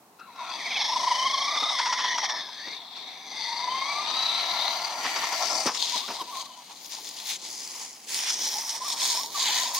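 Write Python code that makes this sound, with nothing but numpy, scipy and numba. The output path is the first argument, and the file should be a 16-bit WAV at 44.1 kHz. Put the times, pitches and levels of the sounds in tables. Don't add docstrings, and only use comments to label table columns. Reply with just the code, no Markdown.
import sys
import numpy as np
from scipy import signal
from scipy.fft import rfft, irfft, next_fast_len
from scipy.io import wavfile
from scipy.ndimage import uniform_filter1d
from numba import njit

SR = 44100
rng = np.random.default_rng(int(sys.argv[2]) if len(sys.argv) > 2 else 0)


def transcribe(u):
    v = np.clip(np.atleast_2d(u).T, -1, 1)
    q = np.round(v * 32767).astype(np.int16)
    wavfile.write(sys.argv[1], SR, q)


def linear_from_db(decibels):
    return 10 ** (np.asarray(decibels, float) / 20)


N = 431738
T = np.arange(N) / SR

# frequency in Hz, relative level in dB.
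STREET_COLOUR = [(15, -61), (25, -24), (253, 4.5), (378, -9), (482, -16), (782, 6.5), (1050, 0.5),
                 (1490, -8.5), (3440, -15.5), (3930, -13.5), (15500, -17)]
STREET_DB = -58.5
# time in seconds, change in dB.
TYRE_SWELL = [(0, 6), (1, 1), (2.8, -1), (3.8, 2), (5, 4), (6.5, -1), (8.3, 2.5), (9.79, -1.5)]
TYRES_DB, TYRES_FOLLOW = -57.5, 0.52

# time in seconds, mean tooth rate in Hz.
TOOTH_RATE = [(0, 331.5), (.57, 337.6), (.6, 640), (.75, 785), (.84, 867), (.92, 970), (1.15, 1000),
              (1.37, 1085), (1.5, 1153), (1.72, 1261), (1.77, 1013), (2.15, 990), (2.22, 887), (2.3, 656),
              (2.55, 583), (2.65, 622), (2.76, 752), (2.8, 700), (3.3, 789.5), (3.42, 894), (3.7, 1010),
              (4.05, 1211), (4.27, 1318), (4.55, 1356), (4.75, 1394), (5.62, 1362), (5.72, 954),
              (5.85, 960), (5.95, 948), (5.98, 801), (6.05, 1200), (6.09, 990), (6.13, 934), (6.15, 779),
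              (6.18, 984), (6.2, 1132), (6.225, 904), (6.27, 1000), (6.31, 1000), (6.325, 1120),
              (6.385, 1055), (6.405, 1132), (6.43, 908), (6.46, 1159), (6.48, 1025), (6.7, 966), (7.0, 885),
              (8.35, 848), (8.52, 904), (8.57, 858), (8.61, 929), (8.66, 893), (8.76, 926), (8.83, 1034),
              (8.865, 1176), (8.9, 1000), (8.95, 903), (9.01, 1054), (9.04, 948), (9.09, 1048),
              (9.145, 904), (9.18, 1000), (9.22, 1144), (9.24, 890), (9.28, 947), (9.36, 1180), (9.4, 1050),
              (9.42, 1097), (9.44, 856), (9.465, 1000), (9.49, 827), (9.515, 1025), (9.53, 944),
              (9.57, 1046), (9.59, 905), (9.626, 1070), (9.65, 953), (9.684, 1056), (9.7, 916), (9.73, 990),
              (9.762, 969), (9.79, 1147)]
TEETH = 38
# time in seconds, factor.
GEAR_WOBBLE = [(0, .6), (.6, 1.8), (.85, 1.6), (.95, 1), (1.1, .9), (1.17, .5), (1.3, .7), (1.45, .65),
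               (1.7, .6), (1.9, .5), (3.5, .55), (3.75, .25), (4.05, .25), (4.2, .4), (5.6, .45), (5.7, .3),
               (9.79, .3)]
# centre in Hz, width in Hz (on asphalt), greatest share from 0 to 1.
WHINE_RESONANCE = (1018, 220, 0.91)
# centre in Hz, width in Hz, greatest share from 0 to 1.
HIGH_WHINE_RESONANCE = (1260, 110, 0.17)
# centre in Hz, width in Hz, dB over the rattle of that range.
PARTIAL_CARRIERS = [(1000, 49, 7.5), (2150, 280, -1.5), (3150, 250, 4), (3800, 290, 0.5), (4350, 250, 1),
                    (5450, 350, 1)]
# time in seconds, level in dB.
OVERTONES = [(0, -2), (.56, -4.5), (.68, 6.5), (.8, 10), (.87, -4), (.92, -4), (1.05, -4), (1.12, 2),
             (1.3, 4), (1.42, -1), (1.55, 7), (1.7, 4.5), (1.8, -31), (2.15, 2.5), (2.4, -9), (2.6, 15),
             (2.75, -5), (2.85, -29), (3.3, -7), (3.6, -8.5), (3.87, -3.5), (4.05, -3), (4.27, 3),
             (4.6, -1), (5.55, -14), (5.65, -24), (6.19, -20), (6.21, 3), (6.23, -20), (6.39, -23),
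             (6.412, -5), (6.435, -9), (9.79, -23)]
# time in seconds, dB against the overtone strength.
SECOND_PARTIAL = [(0, -2), (1, -2), (1.5, -3.5), (3.3, -3), (3.6, 5), (3.9, 7), (4.1, 0), (4.4, 0),
                  (5.6, -16), (6, -15), (9.79, -15)]
# time in seconds, dB against the overtone strength.
HIGHEST_PARTIALS = [(0, -40), (.6, -40), (.8, -12.5), (.95, 0), (1.2, -12.5), (1.45, -5.5), (1.7, -12),
                    (2.2, -40), (3.2, -40), (3.4, -10), (3.8, -19), (4.3, -24), (9.79, -24)]
THIRD_DB, OFF_RESONANCE_DB = -1.5, -23.5
# time in seconds, dB against the drive.
SLOW_STAGE = [(0, -22), (1.5, -7.5), (2.3, -22), (4.2, -9.5), (4.6, -2), (4.85, -2), (5.1, -3), (5.28, -8),
              (5.33, 3), (5.42, 4), (5.5, 3), (5.6, 8), (5.7, -10), (9.79, -9)]
# centre in seconds, half length in seconds.
WHEEL_BITES = [(5.842, 0.011), (5.942, 0.024), (5.977, 0.0063), (6.049, 0.013), (6.117, 0.014),
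               (6.212, 0.013), (6.292, 0.023), (6.34, 0.02), (6.375, 0.015), (6.418, 0.015),
               (6.468, 0.0084), (6.51, 0.012), (6.587, 0.016), (8.477, 0.011), (8.52, 0.0087),
               (8.57, 0.031), (8.605, .012), (8.66, 0.0077), (8.76, 0.017), (8.821, 0.018), (8.861, 0.019),
               (8.893, .012), (8.924, 0.0099), (9.016, 0.013), (9.091, 0.0071), (9.138, 0.015),
               (9.188, 0.016), (9.217, 0.011), (9.243, 0.0069), (9.268, .008), (9.359, 0.014),
               (9.406, 0.01), (9.424, 0.013), (9.472, .01), (9.493, 0.0086), (9.519, 0.011), (9.577, 0.013),
               (9.616, 0.017), (9.663, 0.0087), (9.691, 0.013), (9.748, 0.011), (9.776, 0.017)]
KERB_S = 5.63
BOUNCE_DB, SLIPPING, BITE_DB = 0.57, 0.3, 4.5

# time in seconds, level in dB.
DRIVE_LEVEL = [(0.0, -96), (0.3, -58), (0.43, -43.5), (0.65, -44.5), (0.95, -28), (1.12, -27.5),
               (1.77, -33), (1.8, -29.5), (2.07, -34), (2.1, -33.5), (2.18, -30), (2.21, -39),
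               (2.24, -31.5), (2.29, -43), (2.31, -32), (2.48, -52), (3.24, -50), (3.68, -31.5),
               (4.25, -37), (4.66, -35), (4.77, -38), (5.34, -34.5), (5.37, -44), (5.42, -30), (5.48, -40),
               (5.51, -30), (5.64, -41), (5.67, -34), (5.74, -46), (5.9, -44), (5.96, -37.5), (6.07, -46),
               (6.11, -42.5), (6.17, -40), (6.22, -38), (6.24, -48), (6.35, -39), (6.43, -41.5),
               (6.44, -51), (6.62, -52.5), (6.66, -68), (6.71, -47), (6.8, -65), (7.0, -49), (7.01, -62),
               (7.33, -49), (7.39, -69), (7.43, -51), (7.62, -59), (7.83, -48.5), (7.89, -65), (8.06, -66),
               (8.12, -48), (8.43, -49.5), (8.47, -39), (8.49, -48), (8.56, -40.5), (8.73, -51),
               (8.76, -35.5), (8.79, -52), (8.82, -38.5), (9.0, -45), (9.02, -35), (9.05, -44),
               (9.19, -39.5), (9.32, -50), (9.37, -40), (9.79, -39.5)]
# time in seconds, level in dB.
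ROAD_LEVEL = [(0.15, -75), (0.33, -53), (0.44, -41.5), (0.85, -26.5), (0.94, -30.5), (2.01, -31),
              (2.23, -31.5), (2.26, -26), (2.28, -43), (2.3, -29.5), (2.34, -39), (2.37, -34),
              (2.48, -43.5), (2.75, -35), (2.79, -42.5), (2.89, -43), (2.96, -38.5), (3.25, -42.5),
              (3.39, -34.5), (3.72, -36), (4.31, -29), (4.6, -29), (4.96, -34.5), (5.04, -30), (5.66, -28),
              (5.67, -19.5), (5.72, -63)]
# time in seconds, level in dB.
LEAF_LEVEL = [(5.7, -40), (5.73, -38.5), (5.75, -30), (5.78, -33.5), (5.82, -27.5), (5.88, -31),
              (5.98, -27), (6.01, -34.5), (6.22, -38.5), (6.23, -45.5), (6.42, -34.5), (6.44, -47.5),
              (6.46, -37.5), (6.47, -47.5), (6.69, -47.5), (6.72, -43), (6.73, -46.5), (6.86, -43.5),
              (6.88, -48.5), (6.92, -37.5), (7.03, -44.5), (7.05, -40), (7.16, -44.5), (7.17, -39),
              (7.24, -41), (7.3, -30), (7.36, -36), (7.38, -48.5), (7.44, -38), (7.77, -39), (7.82, -36),
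              (7.99, -50.5), (8.05, -44), (8.06, -50), (8.09, -34), (8.15, -28), (8.24, -32.5),
              (8.302, -28), (8.386, -33.5), (8.462, -27.5), (8.5, -32), (8.614, -32), (8.632, -37),
              (8.69, -34), (8.694, -28.5), (8.736, -36), (8.76, -31), (8.794, -41.5), (8.864, -32),
              (8.93, -27.5), (8.954, -38), (9.012, -25), (9.13, -24), (9.14, -27.5), (9.248, -34.5),
              (9.296, -42.5), (9.4, -23.5), (9.484, -25.5), (9.584, -22.5), (9.74, -35.5), (9.75, -27.5),
              (9.79, -29)]
# centre in Hz, width in Hz, relative level in dB.
SHELL_RANGES = [
    [(700, 146, -1.5), (990, 210, 6), (1330, 220, -14)],
    [(1790, 230, 30.5), (2150, 350, 38), (2330, 280, 36)],
    [(3490, 550, 16), (4180, 1180, 15.5)],
    [(4640, 220, 17), (5250, 4200, 5), (6090, 245, 15.5)],
    [(7420, 1500, 13), (8700, 3000, 5)],
]
# centre in Hz, width in Hz, relative level in dB.
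LITTER_RANGES = [
    [(728, 240, 0.5), (1000, 244, 5.5)],
    [(1846, 250, -1.5), (2146, 460, 5)],
    [(3470, 670, -2.5), (4200, 510, 0)],
    [(4800, 290, 15), (5150, 560, 17.5), (6584, 1310, 19.5)],
    [(7840, 2000, 6), (10350, 200, -2)],
]
RANGE_EDGES_HZ = (1500, 2700, 4600)
# time in seconds, second range over the next two in dB,
# fourth over third in dB, top range in dB, left minus right in dB before each sound's own factor.
FACING = [(0, 24, -35, -19, 5), (.5, -3.5, -1.5, -15, 1.5), (.68, -3, -1.5, -17, 0.5),
          (.82, -2.5, 0, -22, 0), (1.0, -4, 5, -17, 1), (1.37, -1, 1, -17, 0.5),
          (1.7, -2.5, -0.5, -17, 0.5), (2.3, -2.5, 1.5, -22, 0.5), (2.55, -10.5, -7, -19, 1),
          (2.72, 1, -7.5, -24, 1), (2.9, -6, -21, -27, 1), (3.3, -2, 5.5, -19.5, 1),
          (3.95, 0, -4, -16.5, 2), (4.3, 0, -6.5, -17.5, 1.5), (4.65, -2, -6, -16, 2),
          (4.9, -0.5, 2.5, -13, 1.5), (5.05, 5, 7, -9.5, 2), (5.4, 1, 8, -9.5, 2.5), (5.65, 2, 21, -6, 1.5),
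          (5.8, -25, -2.5, -23, 1), (6.1, -15, -4, -11, 1), (6.4, -18, -1, -14, 1),
          (6.8, -16, -0.5, -13, 1), (7.6, -16, 3, -11.5, 0.5), (8.2, -10, 12, -8, 0),
          (8.45, -13.5, 9.5, -16, 0.14), (8.75, -13, 10, -9, 0), (9.1, -11, 4.5, -11.5, 0),
          (9.4, -13, 5, -16, 0), (9.6, -5, 5.5, -17, 0.5), (9.79, -10, 4.5, -13, 0)]
# time in seconds, then three centres in Hz.
WANDERING_BANDS = [(0.3, 2550, 3900, 4300), (.43, 2500, 3700, 4000), (.5, 2580, 3400, 4640),
                   (.56, 2720, 3400, 4700), (0.63, 2280, 3320, 5170), (.96, 2150, 3400, 5450),
                   (1.25, 2160, 3100, 5470), (1.5, 2030, 3680, 5200), (1.8, 1944, 3470, 5400),
                   (2.15, 1915, 3320, 5720), (2.47, 1720, 3560, 5403), (2.6, 1750, 3570, 4800),
                   (2.76, 2150, 3680, 4670), (2.85, 1933, 3464, 4640), (3.3, 2005, 3560, 4430),
                   (4.0, 2150, 3730, 4570), (4.7, 1980, 3750, 4462), (5.0, 2150, 4120, 4540),
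                   (5.1, 2150, 3988, 4480), (5.2, 2150, 4355, 4750), (5.3, 2150, 4174, 5100),
                   (5.42, 2104, 3540, 5500), (5.5, 2114, 3450, 5200), (5.56, 2050, 3540, 5500),
                   (5.62, 2070, 3570, 5200), (5.7, 2010, 3500, 5890), (5.9, 2470, 3650, 4550),
                   (6.7, 2500, 4020, 5230), (6.95, 2290, 3800, 4840), (7.1, 2180, 3470, 4800),
                   (7.3, 2363, 3300, 5120), (7.5, 2380, 3900, 5075), (7.65, 2390, 4140, 4800),
                   (7.8, 1900, 3700, 4980), (7.9, 2050, 3970, 5250), (8.3, 2198, 3220, 5650),
                   (8.6, 2000, 3470, 5940), (9.2, 2110, 3670, 5255), (9.79, 2150, 3740, 5210)]
# time in seconds, share.
BAND_SHARE = [(0, .6), (.6, .5), (.9, .8), (1.1, .5), (1.4, .5), (1.6, .9), (2.3, .9), (2.6, .5),
              (2.76, .6), (2.85, .15), (3.2, .2), (3.4, .8), (4.1, .7), (4.7, .5), (5.2, .3), (5.6, .5),
              (6.5, .6), (6.8, .25), (7.9, .25), (8.3, .7), (9.79, .7)]
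AIRBORNE_DB, AIRBORNE_S = -1.5, 0.019

# time in seconds, dB against the rattle or rustle.
GRIT_LEVEL = [(0, -25), (4.4, -7.5), (4.9, -10), (5.3, -7), (5.6, -13), (6.1, -9), (6.5, -11.5), (7.5, -11),
              (8.1, -10), (8.3, -1.5), (8.4, -9.5), (9, -13.5), (9.79, -8.5)]
# time in seconds, level in dB.
FIZZ_LEVEL = [(0.0, -65), (0.01, -88), (0.93, -61.5), (2.41, -74), (2.59, -86), (2.66, -63), (2.84, -84),
              (3.42, -74), (4.7, -51.5), (4.8, -53.5), (5.35, -44.5), (5.65, -52), (5.67, -41), (5.72, -60),
              (5.83, -50), (5.87, -54), (5.99, -48), (6.01, -49), (6.19, -61), (6.22, -48), (6.24, -63),
              (6.41, -51), (6.56, -66), (6.87, -51), (7.23, -53), (7.3, -39), (7.36, -54), (7.38, -68),
              (7.45, -54), (7.77, -50), (7.81, -46), (7.91, -58), (8.05, -59), (8.12, -42), (8.19, -41),
              (8.23, -49), (8.33, -45), (8.36, -50), (8.44, -44), (8.76, -49), (8.79, -61), (8.88, -42),
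              (8.97, -50), (9.04, -40.5), (9.25, -45.5), (9.3, -55), (9.36, -44), (9.61, -37.5),
              (9.73, -53), (9.75, -30), (9.79, -50)]
# centre in Hz, width in Hz, relative level in dB.
FIZZ_BANDS = [(10940, 1600, 3), (12270, 500, -1.5), (13600, 1700, -4.5), (15400, 680, -1)]
# time in seconds, level in dB.
STALL_LEVEL = [(0.18, -81), (0.194, -48), (0.212, -46.5), (0.3, -61), (0.43, -51), (0.456, -36.5),
               (0.484, -42), (0.52, -46)]
STALL_HZ = 1347
# start in seconds, shake in dB and thump in dB (both before the soft
# attack), decay in seconds.
BUMPS = [(0.194, -33, -43, 0.0048), (0.3564, -35, -66, 0.0073), (0.391, -37, -66, 0.009),
         (1.5554, -19, -38, 0.0097), (1.6182, -24, -35, 0.016), (1.689, -24, -60, 0.0088),
         (1.785, -17, -60, 0.016), (1.854, -19.5, -65, 0.017), (1.924, -12, -56, 0.0097),
         (1.9829, -20.5, -66, 0.021), (2.041, -20, -49, 0.011), (2.178, -11.5, -65, 0.0066),
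         (2.239, -19, -74, 0.0075), (2.2917, -18.5, -54, 0.0084), (2.3595, -36, -49, 0.025),
         (2.4854, -28, -68, 0.0062), (2.6, -41, -63, 0.016), (2.666, -35, -38.5, 0.02),
         (2.9633, -35, -51, 0.011), (5.043, -20, -33, 0.015), (5.156, -18, -37, 0.015),
         (5.2305, -18, -37, 0.0086), (5.3246, -17.5, -32, 0.0094), (5.418, -39, -46, 0.022),
         (5.4998, -47, -45, 0.045), (5.654, -21.5, -18, 0.014), (5.668, -19.5, -44, 0.021),
         (5.7482, -27, -59, 0.008), (5.9511, -32, -35.5, 0.02), (6.079, -24, -32, 0.014),
         (6.099, -28, -34.5, 0.017), (6.2094, -34, -34.5, 0.014), (6.285, -53, -44, 0.012),
         (6.338, -42, -55, 0.0058)]
# start in seconds, peak in dB, colour in Hz.
SNAP_EVENTS = [(6.859, -27, 4800), (6.9211, -24, 4800), (7.046, -29, 6750), (7.09, -25, 5000),
               (7.171, -25, 4800), (7.2, -26, 4250), (7.258, -33, 3900), (7.3592, -29, 4100),
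               (7.633, -36, 4840), (8.017, -38, 5100), (8.083, -33, 5300), (8.144, -13, 5100),
               (8.19, -16.5, 3580), (8.3042, -16, 2560), (8.4544, -35, 5200), (8.533, -33, 5250),
               (8.6937, -22, 5630), (8.7547, -31, 5250), (8.9714, -30, 3600), (9.072, -23, 6525),
               (9.4863, -20, 6803), (9.587, -18, 4350), (9.7486, -15, 4086)]
# time in seconds, three centres in Hz, depth of the lowest from 0 to 1.
VALLEYS = [(0, 2950, 7200, 10800, 0.5), (.9, 2940, 7340, 10500, 0.5), (1.2, 2669, 7040, 11100, .8),
           (1.6, 2600, 7200, 11100, .6), (2.4, 2950, 6900, 10460, 0.8), (3.6, 2950, 6807, 9800, .8),
           (4.1, 2800, 7100, 10100, 0.1), (4.6, 2620, 7800, 10200, .4), (5.1, 2600, 8100, 10600, 0.3),
           (5.5, 2700, 8300, 11000, .2), (5.8, 2840, 7350, 10100, 0), (6.6, 2833, 7480, 10000, 0.15),
           (7.3, 2788, 8620, 12440, 0), (8.0, 2800, 8600, 11900, 0.05), (8.4, 2737, 7430, 10110, 0.82),
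           (9.79, 2790, 7725, 10090, 0.56)]
VALLEY_WIDTHS_HZ = (400, 800, 1200)
TREBLE_DEPTH = 0.85


def unit(x):
    return x / np.sqrt(np.mean(x ** 2))


def curves(table):
    s, *columns = np.transpose(table)
    return [np.interp(T, s, column) for column in columns]


def curve(table):
    return curves(table)[0]


def gate(table):
    first, last = table[0][0], table[-1][0]
    return np.interp(T, [first - .02, first, last, last + .02], [0, 1, 1, 0])


def ring(x, modes, order=1):
    out = 0
    for k, (hz, width_hz, db) in enumerate(modes):
        y = x
        for _ in range(order):
            y = signal.lfilter(*signal.iirpeak(hz, hz / width_hz / np.sqrt(order), SR), y)
        out = out + (-1) ** k * linear_from_db(db) * unit(y)
    return unit(out)


@njit
def glide(x, hz, width):
    y, band, low = np.empty(len(x)), 0., 0.
    for i in range(len(x)):
        g, damping = np.tan(np.pi * hz[i] / SR), width / hz[i]
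        v = (band + g * (x[i] - low)) / (1 + g * (g + damping))
        band, low = 2 * v - band, low + 2 * g * v
        y[i] = damping * v
    return y


def walk(rate):
    hold = int(SR / rate)
    steps = np.repeat(rng.standard_normal(N // hold + 1), hold)
    return unit(uniform_filter1d(uniform_filter1d(steps, hold), hold)[:N])


def grains(per_s, spread_db, smear_s):
    size_db = spread_db * np.minimum(rng.exponential(size=N), 4.5)
    clicks = (rng.random(N) < per_s / SR) * linear_from_db(size_db)
    puff = signal.lfilter([1], [1, -np.exp(-1 / (smear_s * SR))], clicks)
    return unit(np.sqrt(puff) * rng.standard_normal(N))


def place(x, far, pan_db, wide):
    side = np.array([[1.], [-1.]])
    return linear_from_db(side * pan_db / 2) * (x + wide * side * far) / np.sqrt(1 + wide ** 2)


def controls():
    coarse = T[::64]
    dips = sum(np.exp(-((coarse - s) / AIRBORNE_S + 1) ** 2) for s, *_ in BUMPS)
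    dip_db = AIRBORNE_DB * np.interp(T, coarse, dips)
    level = np.where(T < LEAF_LEVEL[0][0], curve(ROAD_LEVEL), curve(LEAF_LEVEL)) + dip_db
    second, slope, top, pan_db = curves(FACING)
    upper = np.array([second, -slope / 2, slope / 2])
    upper = upper - 10 * np.log10(np.sum(linear_from_db(upper) ** 2, axis=0))
    drive = curve(DRIVE_LEVEL) + dip_db + BOUNCE_DB * walk(18) * (T > KERB_S)
    return [drive, *(level + upper), level + top], level, pan_db


def street(truck_db):
    size = next_fast_len(N)
    hz = np.maximum(np.fft.rfftfreq(size, 1 / SR), 1)
    colour_hz, colour_db = np.transpose(STREET_COLOUR)
    colour = linear_from_db(np.interp(np.log(hz), np.log(colour_hz), colour_db))
    mid, side = irfft(rfft(rng.standard_normal((2, size))) * colour, size)[:, :N]
    side = signal.lfilter(*signal.butter(1, 1500, "high", fs=SR), side) + 0.045 * side
    hush = linear_from_db(STREET_DB) * (mid + np.outer([1, -1], side)) / np.std(mid)
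    return hush + tyres(truck_db)


def tyres(truck_db):
    modes = [(139, 100, -16.0), (258, 132, -3.0), (349.6, 260, 1.5), (500, 494, -0.66)]
    near, far = (ring(rng.standard_normal(N), modes, order=2) for _ in range(2))
    follow_db = TYRES_FOLLOW * (uniform_filter1d(truck_db, size=SR // 5) + 34.0)
    db = TYRES_DB + curve(TYRE_SWELL) + follow_db + 2.0 * walk(10)
    return linear_from_db(db) * place(near, far, 0, 0.2)


def wheel_grip():
    bite = np.full(N, 1. * SLIPPING)
    for s, half_s in WHEEL_BITES:
        near = slice(int((s - .06) * SR), int((s + .06) * SR))
        bite[near] = np.maximum(bite[near], np.exp(-((T[near] - s) / half_s) ** 4))
    return bite


def whine_share(hz, in_leaves):
    centre, width_hz, most = WHINE_RESONANCE
    share = np.clip(most, 0, .95) * np.exp(-((hz - centre) / (width_hz * (1 + 1.3 * in_leaves))) ** 2)
    centre, width_hz, most = HIGH_WHINE_RESONANCE
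    share = np.maximum(share, most * np.exp(-((hz - centre) / width_hz) ** 2))
    return share * np.where(in_leaves, wheel_grip() ** 2, 1)


def carry(hz, levels):
    range_db = np.choose(np.searchsorted(RANGE_EDGES_HZ, hz), levels[:-1])
    peaks = sum(linear_from_db(db) * np.exp(-((hz - at) / width_hz) ** 2) for at, width_hz, db in PARTIAL_CARRIERS)
    return linear_from_db(range_db) * (linear_from_db(OFF_RESONANCE_DB) + peaks)


def gears(levels):
    drift, wobble, rough_db = 0.01, 0.055, 3.0
    load, low_db = curve(GEAR_WOBBLE), levels[0]
    in_leaves = T > KERB_S
    hz = curve(TOOTH_RATE) * (1 + .012 * in_leaves * walk(24))
    share = whine_share(hz, in_leaves)
    turn = 2 * np.pi * np.cumsum(hz * (1 + 0.0483 * walk(5.5))) / SR / TEETH
    bend = 1 + wobble * load * np.cos(turn) + drift * walk(50)
    phase = 2 * np.pi * np.cumsum(hz * bend) / SR
    beat = 1 + .75 * np.minimum(load, 1) * np.sin(turn)
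    upper = linear_from_db(curve(OVERTONES))
    highest = linear_from_db(curve(HIGHEST_PARTIALS)) * upper
    partials = [
        (1, np.sqrt(share) * linear_from_db(low_db + BITE_DB * in_leaves)),
        (2, linear_from_db(curve(SECOND_PARTIAL)) * upper * carry(2 * hz, levels)),
        (3, linear_from_db(THIRD_DB) * upper * carry(3 * hz, levels)),
        (4, highest * carry(4 * hz, levels)),
        (5, highest * carry(5 * hz, levels))]
    whine = 0
    for multiple, gain in partials:
        smear = (multiple > 1) * .17 * multiple * walk(300)
        flicker = unit(linear_from_db(rough_db * walk(70)))
        whine = whine + gain * flicker * np.sqrt(2) * np.sin(multiple * phase + smear)
    return beat * whine + slow_stage(phase, low_db), share, turn


def slow_stage(phase, low_db):
    db = low_db + curve(SLOW_STAGE) + 2 * walk(20)
    tone = linear_from_db(db) * np.sin(0.52 * phase + 3.04 * walk(200) + 9.094 * walk(25))
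    return signal.sosfilt(signal.butter(2, (620, 860), "band", fs=SR, output="sos"), tone)


def grit(level_db, pan_db):
    modes = [(2950, 1700, 7.0), (1510, 1600, -6.5)]
    near, far = (ring(grains(1800, 3.9, 0.002), modes, order=2) for _ in range(2))
    return linear_from_db(level_db + curve(GRIT_LEVEL) + 2.0 * walk(20)) * place(near, far, pan_db, 0.54)


def fizz():
    near, far = (ring(grains(2300, 7.6, 0.0019), FIZZ_BANDS, order=2) for _ in range(2))
    db = curve(FIZZ_LEVEL) + 2.0 * walk(11) + 0.53 * walk(6.5)
    return linear_from_db(db) * place(near, far, 1.0, 0.37)


def body(table, levels, pan_db, ranges, excite, flicker_db, widths, tonal, lift, lift_width):
    fade = gate(table)
    on = fade > 0
    near, far, shake = excite()[on], excite()[on], walk(18)
    bands = [None, *curves(WANDERING_BANDS), None]
    pan_factors = (.2, 0.043, 5.6, 5.9, 0.15)
    out = np.zeros((2, N))
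    for db, modes, wide, hz, aim in zip(levels, ranges, widths, bands, pan_factors):
        gain = fade * linear_from_db(db + flicker_db * shake + 1.1 * walk(5.0))
        direct = ring(near, modes, order=2)
        if hz is not None:
            width_hz = lift_width * hz.mean()
            hz = (hz * (1 + 0.016 * walk(14)))[on]
            band = unit(glide(glide(near, hz, width_hz), hz, width_hz))
            strength = (curve(BAND_SHARE) * linear_from_db(1.5 * walk(20)))[on]
            direct = unit(direct + lift * strength * band)
        if modes is ranges[0]:
            gain = gain * np.sqrt(1 - tonal)
        out[:, on] += gain[on] * place(direct, ring(far, modes), aim * pan_db[on], wide)
    return out


def road_rattle(levels, pan_db, tonal, turn):
    def chatter():
        return unit(grains(4400, 1.2, 0.00035) * (1 + 0.13 * np.sin(turn)))
    return body(ROAD_LEVEL, levels, pan_db, SHELL_RANGES, chatter, 0.47,
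                (0.26, 0.4, 0.38, 0.055, 0.85), tonal, 1.96, 0.11)


def stall():
    modes = [(STALL_HZ, 110, 0), (2 * STALL_HZ, 220, -12), (3 * STALL_HZ, 400, -16)]
    level = gate(STALL_LEVEL) * linear_from_db(curve(STALL_LEVEL) + 2.8 * walk(40.5))
    return level * ring(rng.standard_normal(N), modes, order=2)


def jolts():
    attack_s = 0.0085
    shake, thump = np.zeros(N), np.zeros(N)
    for s, shake_db, thump_db, decay_s in BUMPS:
        i = int(s * SR)
        t = T[:min(int(8 * decay_s * SR), N - i)]
        shape = (1 - np.exp(-t / attack_s)) * np.exp(-t / decay_s)
        shake[i:i + len(t)] += linear_from_db(shake_db) * shape
        thump[i:i + len(t)] += linear_from_db(thump_db) * shape
    noise = rng.standard_normal(N)
    shell_modes = [(1000, 270, 13.5), (2190, 3500, 9.8), (3900, 3800, 8.0), (5200, 940, 11.6)]
    shell = ring(noise, shell_modes, order=2)
    shell = signal.sosfilt(signal.butter(4, 7000, fs=SR, output="sos"), shell)
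    thump = thump * ring(noise, [(247, 220, -2.0), (414, 530, 0.069)], order=2)
    thump = signal.sosfilt(signal.butter(3, 160, "high", fs=SR, output="sos"), thump)
    return shake * shell + thump


def leaf_rustle(levels, pan_db, tonal):
    def crackle():
        return unit(grains(1500, 4, 0.002) + 0.55 * grains(90, 5, 0.001))
    return body(LEAF_LEVEL, levels, pan_db, LITTER_RANGES, crackle, 0.21,
                (0.29, 0.27, 0.48, 0.5, 0.21), tonal, 1.0, 0.23)


def snaps():
    decay_s = 0.0016
    out = np.zeros(N)
    t = T[:800]
    for s, peak_db, hz in SNAP_EVENTS:
        noise = rng.standard_normal(len(t))
        crack = ring(noise * np.exp(-t / decay_s), [(hz, 3200, 0)], order=2)
        i = int(s * SR)
        out[i:i + len(t)] += linear_from_db(peak_db) * crack / np.abs(crack).max()
    return out


def ground(x):
    *valleys, depth = curves(VALLEYS)
    depths = (depth, TREBLE_DEPTH, TREBLE_DEPTH)
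    for hz, width_hz, deep in zip(valleys, VALLEY_WIDTHS_HZ, depths):
        hz = hz * (1 + .02 * walk(12))
        x = np.array([v - np.clip(deep, 0, 1) * glide(v, hz, 1. * width_hz) for v in x])
    return x


def scene():
    levels, level, pan_db = controls()
    whine, tonal, turn = gears(levels)
    road = road_rattle(levels, pan_db, tonal, turn)
    leaves = leaf_rustle(levels, pan_db, tonal)
    motor = place(whine + stall(), 0, 1.6 * pan_db, 0)
    knocks = place(jolts() + snaps(), 0, pan_db, 0)
    truck = ground(road + leaves + grit(level, pan_db) + fizz() + motor)
    truck_db = np.maximum(np.maximum(levels[0], level), -52)
    return truck + knocks + street(truck_db)


def roll_off(x):
    return signal.sosfilt(signal.butter(12, 17110, fs=SR, output="sos"), x)


def record(dry):
    lag = .25
    dry = np.array([signal.lfilter([lag, 1], [1, lag], dry[0]), dry[1]])
    dry = signal.sosfilt(signal.butter(2, 100, "high", fs=SR, output="sos"), dry)
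    dry = signal.sosfilt(signal.ellip(10, .2, 80, 15900, fs=SR, output="sos"), dry)
    return roll_off(dry)


dry = scene()
out = record(dry)
transcribe(out)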